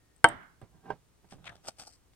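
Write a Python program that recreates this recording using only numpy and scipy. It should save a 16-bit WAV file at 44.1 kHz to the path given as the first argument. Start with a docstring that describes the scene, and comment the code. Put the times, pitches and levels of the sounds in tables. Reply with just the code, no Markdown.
"""Picnic table in a forest clearing

Something hard is put down on a wooden table: the boards ring, the case of the microphone resting on
them buzzes, and the trees answer. A soft bump follows, then a short slide ending in a hollow knock.
A metal spoon digs into food in a foil packet, catching and slipping in short scrapes as creases snap.
Behind it all lie very quiet open air and, at the start, one faint bird-like note."""
import sys
import numpy as np
from scipy import signal
from scipy.fft import rfft, irfft, next_fast_len
from scipy.io import wavfile
from scipy.ndimage import map_coordinates

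SR = 44100
rng = np.random.default_rng(int(sys.argv[2]) if len(sys.argv) > 2 else 0)


def materialize(psi):
    """Save the field psi as 16-bit PCM at rate SR to the path in sys.argv[1].

    A 1-D psi becomes a single channel; in a 2-D psi each row is a channel.
    """
    bounded = np.clip(np.atleast_2d(psi).T, -1, 1)
    quanta = np.round(bounded * 32767).astype(np.int16)
    wavfile.write(sys.argv[1], SR, quanta)


N = 94815
T = np.arange(N) / SR
KNOCK_S = 0.243
WOOD_WIDTH, PACKET_WIDTH, AIR_WIDTH = 0.1, 0.688, 0.74  # stereo spread of the noise

# Tone curves give shape only; a positive pan_db leans left.
# hollow ring of the table under bumps and slides: pitch_hz, level_db, t60_s, pan_db
HOLLOW_MODES = [(416, -28.5, 0.061, -9), (616, -33.5, 0.072, -10.5), (780, -32.5, 0.081, -15),
                (933, -30, 0.054, -14), (1044, -39.5, 0.054, -19.5), (1533, -33.5, 0.05, 2),
                (1603, -33.5, 0.068, -5), (2150, -55, .04, -3), (2790, -57.5, 0.066, 19),
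                (3200, -54.5, .06, 2)]
# dull tone of the wood under that ring: freq_hz, level_db
THUMP_TONE = [(30, -27), (90, -15.5), (170, 2.5), (300, -7.5), (900, -8.5), (1300, -17.5), (2200, -22.5),
              (3400, -31), (5500, -35.5), (9000, -52), (16000, -64)]


def knock():
    """A hard blow rings the boards, with a crack of dense, short resonances and a low thud."""
    # modes of the boards: pitch_hz, level_db, t60_s, pan_db
    board_modes = [(319.3, -24, 0.13, 6.5), (382, -18.5, 0.026, 7), (498, -17.5, 0.063, 5.5),
                   (590, -32, 0.22, -4), (692.2, -17.5, 0.123, 0), (803, -17, 0.1, -3.5),
                   (918, -10.5, 0.09, -7.5), (995, -26.5, 0.092, -13), (1123, -16.5, 0.061, -13.5),
                   (1226.3, -21.5, 0.073, -3), (1309, -17, 0.074, -1), (1544.6, -2, 0.038, 3),
                   (1622, -13.5, 0.049, -1.5), (1759, -16.5, 0.028, -4), (2044, -17.5, 0.038, 10.5),
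                   (2217, -19, 0.038, 21), (2786, -29.5, 0.053, 11.5), (3100, -25, 0.081, 18),
                   (3280, -26.5, 0.031, -0.5), (3640, -24.5, 0.016, 11.5)]
    # tone of the crack and of the thud: freq_hz, level_db
    crack_tone = [(30, -9), (120, -2.5), (450, -6), (1000, -5.5), (1550, 3.5), (2250, -7), (2520, -19),
                  (2950, -11.5), (3700, -13), (4100, -21), (4500, -16), (6600, -28.5), (7400, -49),
                  (16000, -66.5)]
    thud_tone = [(25, -8), (70, -9.5), (160, -1.5), (320, -3), (600, -17.5), (3000, -60.5)]
    # stereo placement of the crack: freq_hz, pan_db
    crack_pan = [(60, 7), (300, 8), (800, -5), (1500, -3), (2400, 10), (3300, 8.5), (4500, 18.5),
                 (9000, 22)]
    push = undb(4.5) * impulse(KNOCK_S)
    burst = undb(-22) * noise(width=0.46) * fade(KNOCK_S, t60_s=0.051)
    crack = colour(push + burst, crack_tone, crack_pan)
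    thud = colour(noise(AIR_WIDTH) * fade(KNOCK_S, t60_s=0.47), thud_tone)
    return undb(-0.5) * ring(KNOCK_S, board_modes) + crack + undb(-40) * thud


def case_rattle():
    """The microphone's case buzzes on the jolted boards: thin, bright ticks on the left."""
    # jolts of the case: start_s, buzz_db, tick_db
    jolts = [(0.1624, -52.5, -83), (.179, -55.5, -81), (0.2424, -11, -76), (.2868, -26.5, -34),
             (0.614, -56, -61), (0.9029, -54, -75), (1.299, -56, -80), (1.312, -46, -80)]
    # tone of the buzz and of the tick: freq_hz, level_db
    buzz_tone = [(3000, -45), (7400, -37), (7950, -5.5), (8550, -2), (9000, -16), (9500, -8),
                 (10400, -39.5), (12000, -54), (12700, -34.5), (14500, -49), (16000, -57.5)]
    tick_tone = [(2000, -26), (5000, -10.5), (6500, -3), (9000, 3), (11000, -8.5), (16000, -11)]
    t60_s, tail_t60_s, tail_db, right_db = 0.012, 0.14, -28.5, -23.5
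    shake = sum(undb(db) * (fade(s, t60_s) + undb(tail_db) * fade(s, tail_t60_s)) for s, db, _ in jolts)
    taps = sum(undb(db) * fade(s, t60_s) for s, _, db in jolts)
    buzz = colour(noise(WOOD_WIDTH) * shake, buzz_tone)
    ticks = colour(noise(WOOD_WIDTH) * taps, tick_tone)
    return (buzz + ticks) * undb([[0], [right_db]])


def bumps():
    """Softer blows to the right: a click and a hollow ring over a dull thump."""
    # blows on the table: start_s, ring_db, thump_db
    blows = [(0.6155, -27.5, -49), (0.9022, -1.5, -39), (1.243, -36.5, -64.5), (1.3237, -29, -50.5),
             (1.382, -41, -61.5)]
    hollow = sum(undb(db) * ring(s, HOLLOW_MODES) for s, db, _ in blows)
    clicks = undb(14) * sum(undb(db) * impulse(s) for s, _, db in blows)
    decay = sum(undb(db) * fade(s, t60_s=0.14) for s, _, db in blows)
    thump = colour(clicks + noise(WOOD_WIDTH) * decay, THUMP_TONE)
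    return hollow + sides(pan_db=-6.5) * thump


def slide():
    """Friction on the boards excites their hollow ring and a dull rub."""
    # pushes across the wood: peak_s, rise_s, fall_s, level_db
    pushes = [(0.759, 0.043, 0.025, -67.5), (0.861, 0.014, 0.016, -52), (0.895, 0.016, .008, -49)]
    rub = noise(WOOD_WIDTH) * sum(undb(db) * swell(s, rise, fall) for s, rise, fall, db in pushes)
    response = ring(0, HOLLOW_MODES)
    response /= np.sqrt(np.sum(response ** 2) / 2)  # unit energy, averaged over both sides
    hollow = signal.fftconvolve(rub, response, axes=1)[:, :N]
    return hollow + undb(-1.5) * colour(rub, THUMP_TONE)


def spoon():
    """The spoon catches and slips on foil: showers of tiny clicks, with creases snapping."""
    # spoon strokes: peak_s, rise_s, fall_s, body_db, scrape_db, crinkle_db
    strokes = [(1.319, 0.015, 0.017, -79.5, -61, -59), (1.475, 0.01, 0.0077, -61, -48, -65),
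               (1.513, 0.055, 0.035, -55, -62, -73), (1.682, 0.014, 0.013, -46, -48.5, -45.5),
               (1.798, 0.0088, 0.034, -52.5, -53, -48.5), (1.875, 0.0085, 0.012, -63.5, -81, -56.5),
               (1.933, .016, 0.019, -84, -70.5, -59)]
    # single creases giving way: start_s, body_db, scrape_db, crinkle_db
    snaps = [(1.3235, -47, -49, -60), (1.4432, -57, -49, -65), (1.456, -52, -49, -51),
             (1.4693, -46, -42.5, -53.5), (1.478, -51, -45, -59), (1.494, -45, -47.5, -54.5),
             (1.555, -65, -60, -57), (1.566, -67, -59, -61), (1.649, -49, -65, -66),
             (1.6828, -38.5, -49, -40), (1.685, -43, -49, -33), (1.786, -65, -65, -52),
             (1.798, -52, -48, -38), (1.816, -51, -50, -51), (1.835, -51, -56, -64), (1.935, -76, -70, -54),
             (2.135, -72, -63, -68)]
    # the packet's three voices, low to high: freq_hz, level_db
    body = [(60, -14.5), (300, -11.5), (480, -13), (700, -4), (860, -3), (1050, -14), (1350, -9),
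            (1700, -12), (3000, -36), (16000, -62)]
    scrape = [(200, -32), (1100, 0.5), (1800, 0), (2250, -1.5), (2900, -1.5), (3600, 1.5), (5000, -12.5),
              (8000, -19.5), (16000, -64)]
    crinkle = [(500, -14.5), (3000, -14.5), (3900, -3), (4700, 7.5), (6000, 1.5), (7100, -8.5), (8000, 0.5),
               (8750, -0.5), (9400, -9.5), (10500, -20), (12000, -18.5), (15000, -21), (16000, -44)]
    # stereo placement of the packet: freq_hz, pan_db
    packet_pan = [(100, 6.5), (750, -5.5), (1300, -1), (2500, 4), (5500, 2), (8500, 16.5), (14000, 14)]
    grains_per_s = 2600
    grains = (rng.random(N) < grains_per_s / SR) * rng.choice([-1, 1], N)
    accent_db = np.minimum(rng.exponential(size=N), 3.5)
    grains = grains * undb(accent_db) * stick_slip(depth_db=3.5)
    grains = grains / grains.std() * (1 + PACKET_WIDTH * rng.standard_normal((2, N)))
    packet = 0
    for k, voice in enumerate((body, scrape, crinkle)):
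        pressure = sum(undb(db[k]) * swell(s, rise, fall) for s, rise, fall, *db in strokes)
        # a crease breaks with a click, then rustles briefly
        clicks = undb(15.5) * sum(undb(db[k]) * impulse(s) for s, *db in snaps)
        settling = sum(undb(db[k]) * fade(s, t60_s=0.021) for s, *db in snaps)
        rustle = undb(-2) * noise(PACKET_WIDTH) * settling
        packet += colour(grains * pressure + clicks + rustle, voice, packet_pan)
    return packet


def foil_rasp():
    """Friction through one broad foil resonance that sinks in pitch as the spoon digs in."""
    # path of the resonance: time_s, centre_hz, level_db
    glide = [(1.441, 3200, -76), (1.468, 2600, -48), (1.478, 2093, -46), (1.486, 1793, -64),
             (1.495, 1529, -46.5), (1.51, 1286, -61.5), (1.561, 990, -75)]
    time_s, centre_hz, level_db = np.array(glide).T
    bandwidth_hz = 1300
    band = lowpass(noise(PACKET_WIDTH) + 1j * noise(PACKET_WIDTH), bandwidth_hz / 2)
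    phase = 2 * np.pi * np.cumsum(np.interp(T, time_s, centre_hz)) / SR
    rasp = stick_slip(depth_db=3) * np.real(band * np.exp(1j * phase))  # band shifted up to the centre
    envelope = undb(np.interp(T, time_s, level_db, left=-120, right=-120))
    return sides(pan_db=4.5) * rasp / rasp.std() * envelope


def stick_slip(depth_db, catches_per_s=270):
    """The uneven grip of the spoon, as a jittering gain."""
    return undb(depth_db * np.interp(T * catches_per_s, np.arange(N), rng.uniform(-2, 2, N)))


def table_rumble():
    """The table rumbles softly as weight shifts on it."""
    # shifts of weight: peak_s, rise_s, fall_s, level_db
    shifts = [(0.351, 0.014, 0.018, -49.5), (0.629, 0.0045, 0.0083, -45), (.755, 0.046, 0.031, -58.5),
              (.91, 0.023, 0.03, -50.5), (1.251, 0.016, 0.017, -61), (1.34, 0.011, 0.063, -52),
              (1.51, 0.064, 0.071, -61.5)]
    # tone of the rumble: freq_hz, level_db
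    rumble_tone = [(25, -9.5), (60, -4.5), (120, 0.5), (170, -1), (230, -12.5), (400, -15.5), (900, -41),
                   (3000, -68.5)]
    load = sum(undb(db) * swell(s, rise, fall) for s, rise, fall, db in shifts)
    return sides(pan_db=-7) * colour(noise(AIR_WIDTH) * load, rumble_tone)


def forest_echo():
    """Trunks and leaves scatter the hard knock, treble dying first; the forest edge answers late."""
    # tone of the echo from the trees and from the forest edge: freq_hz, level_db
    trees_tone = [(100, -13), (450, -16), (700, -4), (1000, -3), (1250, -2.5), (1550, -0.5), (2200, -6.5),
                  (2550, -20.5), (3000, -11), (4000, -26), (7000, -41.5), (16000, -59)]
    edge_tone = [(300, -30), (700, -14), (950, -7), (1050, -11), (1300, -2.5), (1580, 1), (1750, -7.5),
                 (2100, -8), (2500, -21.5), (3100, -21), (5000, -45)]
    build_s, edge_delay_s = 0.025, 0.18
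    scatter = colour(noise(width=1), trees_tone)
    lows = lowpass(scatter, cutoff_hz=1800)
    tail = lows * fade(KNOCK_S, t60_s=0.42, attack_s=build_s)
    tail += (scatter - lows) * fade(KNOCK_S, t60_s=0.34, attack_s=build_s)
    late_swell = swell(KNOCK_S + edge_delay_s, rise_s=0.07, fall_s=0.052) * (T > KNOCK_S)
    edge = colour(noise(width=1), edge_tone) * late_swell
    return sides(pan_db=-5) * (undb(-30.5) * tail + undb(-53) * edge)


def far_whistle():
    """A very faint wavering note, like a bird deep in the woods."""
    pitch_hz, end_s, release_s = 1850, 0.19, 0.03
    waver = 0.008 * np.interp(T * 30, np.arange(N), rng.standard_normal(N))
    note = np.sqrt(2) * np.sin(2 * np.pi * np.cumsum(pitch_hz * (1 + waver)) / SR)
    return undb(-83.5) * note * np.clip((end_s - T) / release_s, 0, 1)


def open_air():
    """A quiet bed of outdoor rumble and hiss."""
    # tone of the clearing: freq_hz, level_db
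    air_tone = [(25, -11), (50, -0.5), (130, -4.5), (200, -12), (400, -14), (600, -18.5), (1200, -21.5),
                (2400, -26), (5000, -28), (9000, -27), (11000, -31.5), (15500, -35)]
    return undb(-66.5) * colour(noise(AIR_WIDTH), air_tone)


def ring(start_s, modes, contact_s=0.0004):
    """Decaying modes of struck wood, neighbours swinging in opposite directions."""
    return sum((-1) ** k * undb(db) * sides(pan_db) * fade(start_s, t60_s, contact_s)
               * np.sin(2 * np.pi * hz * (T - start_s))
               for k, (hz, db, t60_s, pan_db) in enumerate(modes))


def impulse(start_s):
    """One sharp push."""
    return 1. * (np.arange(N) == int(start_s * SR))


def fade(start_s, t60_s, attack_s=0.0002):
    """Quick rise and exponential decay."""
    age = np.maximum(T - start_s, 0)
    return (1 - np.exp(-age / attack_s)) * np.exp(-np.log(1000) * age / t60_s)


def swell(peak_s, rise_s, fall_s):
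    """An envelope that builds to a peak and lets go."""
    return np.exp(-np.maximum((peak_s - T) / rise_s, (T - peak_s) / fall_s))


def noise(width):
    """Stereo white noise; width 0 is the same in both ears, 1 unrelated."""
    mid, side = rng.standard_normal((2, N))
    return (mid + width * side * np.array([[1], [-1]])) / np.hypot(1, width)


def colour(x, tone, pan=((100, 0), (1000, 0))):
    """Unit-power EQ along a tone curve, panned by frequency."""
    size = next_fast_len(2 * N)
    size += size % 2
    log_hz = np.log(np.maximum(np.fft.rfftfreq(size, 1 / SR), 1))
    curve = lambda points: np.interp(log_hz, np.log([hz for hz, _ in points]), [db for _, db in points])
    gain = undb(curve(tone) + np.array([[1], [-1]]) * curve(pan) / 2)
    gain /= np.sqrt(np.mean(gain ** 2))
    # minimum phase, so nothing rings ahead of a hit
    cepstrum = irfft(np.log(gain))
    cepstrum[:, 1:size // 2] *= 2
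    cepstrum[:, size // 2 + 1:] = 0
    return irfft(rfft(x, size) * np.exp(rfft(cepstrum)))[:, :N]


def lowpass(x, cutoff_hz):
    """Gentle two-pole treble roll-off."""
    return signal.sosfilt(signal.butter(2, cutoff_hz, fs=SR, output="sos"), x)


def sides(pan_db):
    """Left and right gains for a level difference."""
    return undb(np.array([[pan_db], [-pan_db]]) / 2)


def undb(db):
    """Decibels to gain."""
    return 10 ** (np.asarray(db) / 20)


def scene():
    """The table and its echo, the spoon in the packet, and the clearing behind."""
    table = knock() + forest_echo() + case_rattle() + bumps() + slide() + table_rumble()
    return table + spoon() + foil_rasp() + open_air() + far_whistle()


def record(dry):
    """A stereo pair, the right side slightly late; peaks clip at full scale and the top is cut."""
    lag_s, top_hz = 0.00005, 16000
    right = map_coordinates(dry[1], [(T - lag_s) * SR], order=5, mode="nearest")
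    clipped = np.clip([dry[0], right], -1, 1)
    return signal.sosfilt(signal.ellip(8, 0.2, 70, top_hz, fs=SR, output="sos"), clipped)


dry = scene()
out = record(dry)
materialize(out)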